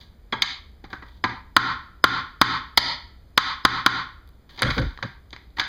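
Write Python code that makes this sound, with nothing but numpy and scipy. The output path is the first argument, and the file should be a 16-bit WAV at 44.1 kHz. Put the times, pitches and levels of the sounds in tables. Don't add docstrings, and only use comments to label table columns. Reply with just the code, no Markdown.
import sys
import numpy as np
from scipy import signal
from scipy.fft import rfft, irfft
from scipy.io import wavfile
from scipy.ndimage import uniform_filter1d

SR = 44100
rng = np.random.default_rng(int(sys.argv[2]) if len(sys.argv) > 2 else 0)


def convert_level_to_amplitude(level_db):
    exponent = np.asarray(level_db, float) / 20
    return 10 ** exponent


def inscribe(sig):
    pcm = np.round(np.clip(np.atleast_2d(sig).T, -1, 1) * 32767)
    wavfile.write(sys.argv[1], SR, pcm.astype(np.int16))


N = 250484
BURST_N = 2048


def evened(x):
    return x / np.sqrt(np.mean(x ** 2) + 1e-20)


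def read(points, hz):
    f, value = np.transpose(points)
    return np.interp(np.log(hz + 1), np.log(f + 1), value)


def ring(modes, force, low_hz=20.0, rise_s=0.000065):
    t = np.arange(SR // 2) / SR
    body = sum(convert_level_to_amplitude(db - 60 * t / t60_s) * np.sin(2 * np.pi * hz * t) for hz, db, t60_s in modes)
    body *= (1 - np.exp(-t / rise_s)) ** 2
    body = signal.sosfilt(signal.butter(4, low_hz, "highpass", fs=SR, output="sos"), body)
    return signal.oaconvolve(force, body / np.linalg.norm(body))[:N]


# [freq_hz, density_db_per_hz]
HISS = [(20, -8.5), (42, -0.5), (57, 9), (72, -2), (120, -13), (200, -14.5), (600, -26.5), (2000, -34.5),
        (5000, -38.5), (7000, -41.5), (11000, -40.5), (15400, -38.5), (15700, -79.5)]


def hiss():
    hiss_db, patch_db, tick_db, mains_hz = -49, 0.37, -50, 59.9
    frames, hz = N // 512 + 6, np.fft.rfftfreq(2048, 1 / SR)
    a, b, patches = rng.standard_normal((frames, 1025, 3)).T
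    patches = evened(uniform_filter1d(uniform_filter1d(patches, 16, 0), 6, 1))
    spectra = (a + 1j * b) * convert_level_to_amplitude(read(HISS, hz)[:, None] + patch_db * patches)
    air = signal.istft(spectra, nperseg=2048, noverlap=1536)[1]
    ticks = np.diff(np.floor(np.arange(N + 1) * mains_hz / SR))
    return convert_level_to_amplitude(hiss_db) * evened(air[:N]) + convert_level_to_amplitude(tick_db) * ring([(7400, 0, .003)], ticks)


# [freq_hz, level_db, t60_s]
SHELL = [(1049, -3, 0.11), (1046.6, 12, 0.014), (1271.4, -4.5, 0.11), (1338, 0.5, .04), (1411, 9.5, 0.013),
         (1725, 2, 0.021), (1400, -51, 0.43)]
# [freq_hz, level_db, t60_s]
FLANGE = [(656, -13, 0.02), (800, 0, 0.03), (952, 7, 0.024), (1147.6, -1.5, 0.039), (1353, -7, .025),
          (1618, -3.5, 0.051)]
# [freq_hz, level_db, t60_s]
RIBS = [(1806, -12, 0.089), (2000, 1.5, 0.019), (2137, -1.5, 0.03), (2283, -3, 0.018)]
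# [freq_hz, level_db, t60_s]
BENCH = [(102, -17.5, 0.11), (122, -24.5, 0.29), (188, -10.5, 0.04), (294.8, 7.5, 0.016), (402.8, 3, 0.011),
         (493, -13.5, 0.019)]
# [freq_hz, level_db, t60_s]
STEEL = [(3260, 4, 0.0084), (3539, 9, 0.0088), (3791, 2.5, 0.013), (4000, -16.5, 0.028), (4599, -3, 0.017),
         (4787, 9.5, 0.0045), (6020, 1.5, 0.0074), (6380, -6.5, 0.014), (13000, -53.5, .2)]


def parts(shell, flange, bench, ribs, steel, bare):
    plastic = ring(SHELL, shell, 820.0, 0.00041)
    plastic += ring(FLANGE, flange, 550.0, 0.00068)
    plastic += ring(RIBS, ribs, 1600.0, 0.00013)
    hard = ring(BENCH, bench, 49.0, 0.0012) + ring(STEEL, steel, 1770.0, 0.00025)
    return plastic + hard + np.diff(bare, prepend=0)


def stroke(start_s, rise_s, end_s, fade_db_per_s):
    t = np.arange(N) / SR
    return np.clip((t - start_s) / rise_s, 0, 1) * convert_level_to_amplitude(-fade_db_per_s * np.maximum(t - end_s, 0))


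# [start_s, length_s, level_db, steel_edge_db]
SCRAPES = [
    (0.0, 0.02, -49, 8),
    (0.898, 0.034, -39.5, -3),
    (1.01, 0.079, -50, -9),
    (1.05, 0.12, -65.5, 13.5),
    (4.49, .08, -47, 5),
    (4.575, 0.13, -30, -15),
    (4.66, 0.14, -58.5, 25),
    (4.803, 0.27, -93.5, 44.5),
    (5.562, .06, -42, 5),
]


def scrapes(slips_per_s=3000):
    rise_share, fade_db_per_s = 0.13, 241
    slips = (rng.random(N) < slips_per_s / SR) * rng.choice([-1., 1.], N)
    slips = evened(slips * convert_level_to_amplitude(4.0 * np.minimum(rng.exponential(1, N), 5)))
    drag = np.zeros((2, N))
    for start_s, length_s, level_db, edge_db in SCRAPES:
        envelope = stroke(start_s, rise_share * length_s, start_s + length_s, fade_db_per_s)
        drag += convert_level_to_amplitude([[level_db - 18.5], [level_db + edge_db - 18.5]]) * envelope
    body, steel = slips * drag
    return parts(body * convert_level_to_amplitude(-8.5), body, body * convert_level_to_amplitude(-4.5), body * convert_level_to_amplitude(-4.0), steel, steel * convert_level_to_amplitude(-11))


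def chatter(chance, contact_s):
    u = np.arange(len(chance)) / SR / contact_s
    shape = np.exp(-u) * np.minimum(u / .15 + .1, 1)
    for _ in range(3):
        z = rfft(chance * shape)
        chance = irfft(z / abs(z)) / shape.clip(.15)
    return chance * shape / np.linalg.norm(chance * shape)


def spot(burst, hz, cycles):
    turns = np.arange(len(burst)) * hz / SR
    mode = convert_level_to_amplitude(-60 * turns / cycles) * np.sin(2 * np.pi * turns)
    return signal.fftconvolve(burst, mode / np.linalg.norm(mode))[:len(burst)]


# [start_s, level_db, bench_weight_db, steel_edge_db, spot_hz]
BLOWS = [
    (1.565, -5, -14, -9.5, 1390),
    (2.04, -6.5, -13, -7.5, 1398),
    (2.414, -5.5, -13.5, -7, 1315),
    (3.376, -9.5, -24, -4, 1295),
    (3.65, -8, -14, -7.5, 1317),
    (3.862, -9, -14, -7, 1383),
]
# [start_s, level_db, bench_weight_db, steel_edge_db, spot_hz]
TAPS = [(0.324, -18, -10.5, -14.5, 3330), (0.332, -21, -4.5, -12, 900), (0.42, -19, -17.5, 12, 2193),
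        (0.432, -18.5, -18, -10, 2250), (0.929, -29, -7, -10.5, 1546), (1.239, -11, -10.5, -10.5, 1032),
        (1.249, -17, -6, -11.5, 912), (2.774, -6, -4, 10, 4910), (4.62, -15, -17, -2.5, 1554),
        (4.629, -16, -29, 1, 1344), (4.702, -24, -24, -1.5, 3470), (4.707, -30, -19, 1, 2300),
        (4.779, -21.5, -9, -5.5, 1514), (5.025, -25, -19, -5, 1576), (5.328, -39, -4, 1, 3490),
        (5.596, -20.5, -14.5, 5, 1570), (5.601, -22.5, -23, -5, 1670), (5.611, -25, -12.5, -1.5, 1520)]
# [start_s, level_db, bench_weight_db, steel_edge_db, spot_hz]
SLIPS = [(0.009, -54, -14, 9, 3580), (0.839, -39, 2, -5, 800), (1.022, -35.5, -7, -13.5, 1950),
         (4.491, -51, -12, 2.5, 1830), (4.575, -41, -23, 2, 900), (4.59, -38.5, -14, 11, 3380),
         (4.649, -18.5, -17, -7, 1520), (4.665, -22, -26, -6, 3300), (4.685, -23.5, -12, -24, 1450),
         (4.764, -36, -4, -2, 890), (4.786, -32.5, 0, 4, 1580), (4.815, -32.5, 4, 2.5, 1390),
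         (4.83, -40, 3, -6.5, 2120), (5.569, -32.5, -14, -9, 1890), (5.583, -24, -18, -5.5, 926)]
# [start_s, level_db, bench_weight_db, steel_edge_db, spot_hz]
TICKS = [
    (4.275, -65, -16, 4.5, 11860),
    (4.29, -64, -10, 5.5, 11800),
    (4.62, -28, -17, 2, 9050),
    (4.799, -51, 12, 6, 10000),
    (4.975, -47, -24, 3, 1850),
    (4.989, -46.5, -16, -8, 1220),
    (5.306, -64, -11.5, 17.5, 6150),
    (5.363, -46.5, -25, 4.5, 2060),
    (5.504, -75, 2, 12, 4000),
]
# [push_db, flange_over_shell_db, ribs_db, bare_crack_db, spot_db]
KINDS = [
    (13, -6, -3, -13, -6),
    (-2, 1, 2, -14.5, -0.5),
    (-4.5, -2, 1.5, -8, 2),
    (-5.5, 26, -4, -19, 13.5),
]
CONTACT_S = (.0032, 0.0055, 0.0096, 0.000787)
SPOT_CYCLES = (33, 68, 48, 13)


def knocks():
    ribs_per_edge, bare_per_edge, bare_per_level = 0.52, 1.3, 0.8
    part_db = [-0.5, -1.5, 3.0, 0.5, 3.0, 7.0]
    force, spots = np.zeros((6, N + BURST_N)), np.zeros(N + BURST_N)
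    for rows, kind, contact_s, cycles in zip((BLOWS, TAPS, SLIPS, TICKS), KINDS, CONTACT_S, SPOT_CYCLES):
        push_db, flange_db, ribs_db, bare_db, spot_db = kind
        chances = rng.standard_normal((len(rows), BURST_N))
        for (start_s, level_db, weight_db, edge_db, spot_hz), chance in zip(rows, chances):
            shares_db = np.array([
                min(-flange_db, 0), min(flange_db, 0), weight_db, ribs_db + ribs_per_edge * edge_db, edge_db,
                bare_db + bare_per_edge * edge_db + bare_per_level * level_db])
            burst = convert_level_to_amplitude(level_db + push_db + 17.0) * chatter(chance, contact_s)
            at = round(start_s * SR)
            force[:, at:at + BURST_N] += convert_level_to_amplitude(shares_db + part_db)[:, None] * burst
            spots[at:at + BURST_N] += convert_level_to_amplitude(spot_db) * spot(burst, spot_hz, cycles)
    return parts(*force[:, :N]) + spots[:N]


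# [freq_hz, t60_s]
ROOM = [(100, 0.37), (400, 0.26), (1300, 0.35), (4000, 0.32), (8000, 0.23), (15000, 0.15)]
# [from_s, to_s, level_db]
FAR_WALL = (.09, .157, 2.5)


def room(x):
    linger_db, linger_factor, wall_dull_hz = -14, 1.663, 10400
    taps = np.zeros(SR)
    at = np.arange(200, SR - 12, 12) + rng.integers(0, 12, (SR - 201) // 12)
    taps[at] = rng.choice([-1., 1.], len(at))
    from_s, to_s, db = FAR_WALL
    taps *= convert_level_to_amplitude(np.interp(np.arange(SR) / SR, [from_s - .04, from_s, to_s, to_s + 0.021], [0, db, db, 0]))
    hz, t, z = signal.stft(taps, SR, nperseg=256)
    fall_db = 60 * t / read(ROOM, hz)[:, None]
    decay = convert_level_to_amplitude(-fall_db) + convert_level_to_amplitude(linger_db - fall_db / linger_factor)
    tail = signal.istft(z * decay, SR, nperseg=256)[1]
    tail = signal.sosfilt(signal.butter(3, wall_dull_hz, fs=SR, output="sos"), tail)
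    return signal.fftconvolve(x, tail / np.linalg.norm(tail))[:N]


# [start_s, level_db, seat_tilt_pitch_factor]
GLANCING = [
    (0.421, -0.5, 1.4),
    (2.775, 21.5, 0.964),
]
# [freq_hz, level_db, t60_s]
SLEEVE = [(800, -11.5, .025), (982, 1.5, 0.018), (1365, -4.5, .03), (1949, -3, .02), (4000, -2, 0.0057),
          (4560, 9, .01), (4820, 2.5, .009)]


def sleeve():
    out = np.zeros(N)
    chances = rng.standard_normal((len(GLANCING), BURST_N))
    for (start_s, level_db, tilt), chance in zip(GLANCING, chances):
        burst = convert_level_to_amplitude(level_db) * chatter(chance, 0.007)
        force = np.pad(burst, (round(start_s * SR), N))[:N]
        modes = [(hz * tilt, db, t60_s) for hz, db, t60_s in SLEEVE]
        out += ring(modes, force, 600.0, 0.0001)
    return out


# [start_s, hold_s, level_db, sway_db]
SHOVE = [
    (4.619, 0.07, -28.5, -4),
    (4.765, 0.056, -27.5, 3),
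    (5.028, 0.01, -35, -17),
]
# [from_hz, to_hz, level_db, rise_s, fade_db_per_s]
SHAKEN = [
    (34.7, 62, 3, 0.092, 252),
    (107.6, 138, -2, 0.027, 291),
    (162, 263, -4, 0.0136, 402),
    (470, 558, -8.5, 0.0049, 600),
]


def shove():
    lumps = evened(uniform_filter1d(rng.standard_normal(N), 400))
    friction = rng.standard_normal(N) * convert_level_to_amplitude(2.0 * lumps)
    out = np.zeros(N)
    for k, (from_hz, to_hz, part_db, rise_s, fade_db_per_s) in enumerate(SHAKEN):
        bandpass = signal.butter(2, [from_hz, to_hz], "bandpass", fs=SR, output="sos")
        band = evened(signal.sosfilt(bandpass, friction))
        for start_s, hold_s, level_db, sway_db in SHOVE:
            db = level_db + part_db + sway_db * (k == 0)
            out += band * convert_level_to_amplitude(db) * stroke(start_s, rise_s, start_s + hold_s, fade_db_per_s)
    return out


def scene():
    work = knocks() + scrapes()
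    rumble = shove()
    work = work + sleeve()
    return (work + convert_level_to_amplitude(-11.5) * room(work) + rumble)[None]


# [freq_hz, width_hz, depth_db]
DIPS = [(2715, 600, -24), (5512, 450, -14), (8050, 1300, -12), (10900, 500, -18)]


def recorder_colour(x):
    step_hz, top_hz, edge_hz = 5060, 11200.0, 16000
    for hz, width_hz, depth_db in DIPS:
        b, a = signal.iirpeak(hz, hz / width_hz, SR)
        x = x - (1 - convert_level_to_amplitude(depth_db)) * signal.lfilter(b, a, x)
    step = signal.firwin(1501, step_hz, window=("kaiser", 3.0), fs=SR)
    under = signal.oaconvolve(x, step[None], "same")
    top = signal.sosfilt(signal.butter(4, top_hz, "highpass", fs=SR, output="sos"), x)
    x = under + convert_level_to_amplitude(-7.5) * (x - under) + convert_level_to_amplitude(-21.0) * top
    edge = signal.firwin(161, edge_hz, window=("kaiser", 9), fs=SR)
    return signal.oaconvolve(x, edge[None], "same")


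def top_cut(x):
    return signal.sosfilt(signal.butter(12, 16720, fs=SR, output="sos"), x)


def record(dry):
    threshold_db, recovery_db_per_s, attack_s, duck_per_db = -28.5, 227.0, 0.0049, 0.67
    level_db = 10 * np.log10(abs(uniform_filter1d(dry[0] ** 2, 131, origin=65)) + 1e-12)
    fall_db = np.arange(N) * recovery_db_per_s / SR
    held_db = np.maximum.accumulate(level_db + fall_db) - fall_db
    over_db = np.maximum(held_db - threshold_db, 0)
    lag = np.exp(-1 / (attack_s * SR))
    ducked = dry / convert_level_to_amplitude(duck_per_db * signal.lfilter([1 - lag], [1, -lag], over_db))
    loaded = 0.73 * np.tanh(ducked / 0.32) + hiss()
    return top_cut(np.clip(recorder_colour(loaded), -1, 1))


dry = scene()
out = record(dry)
inscribe(out)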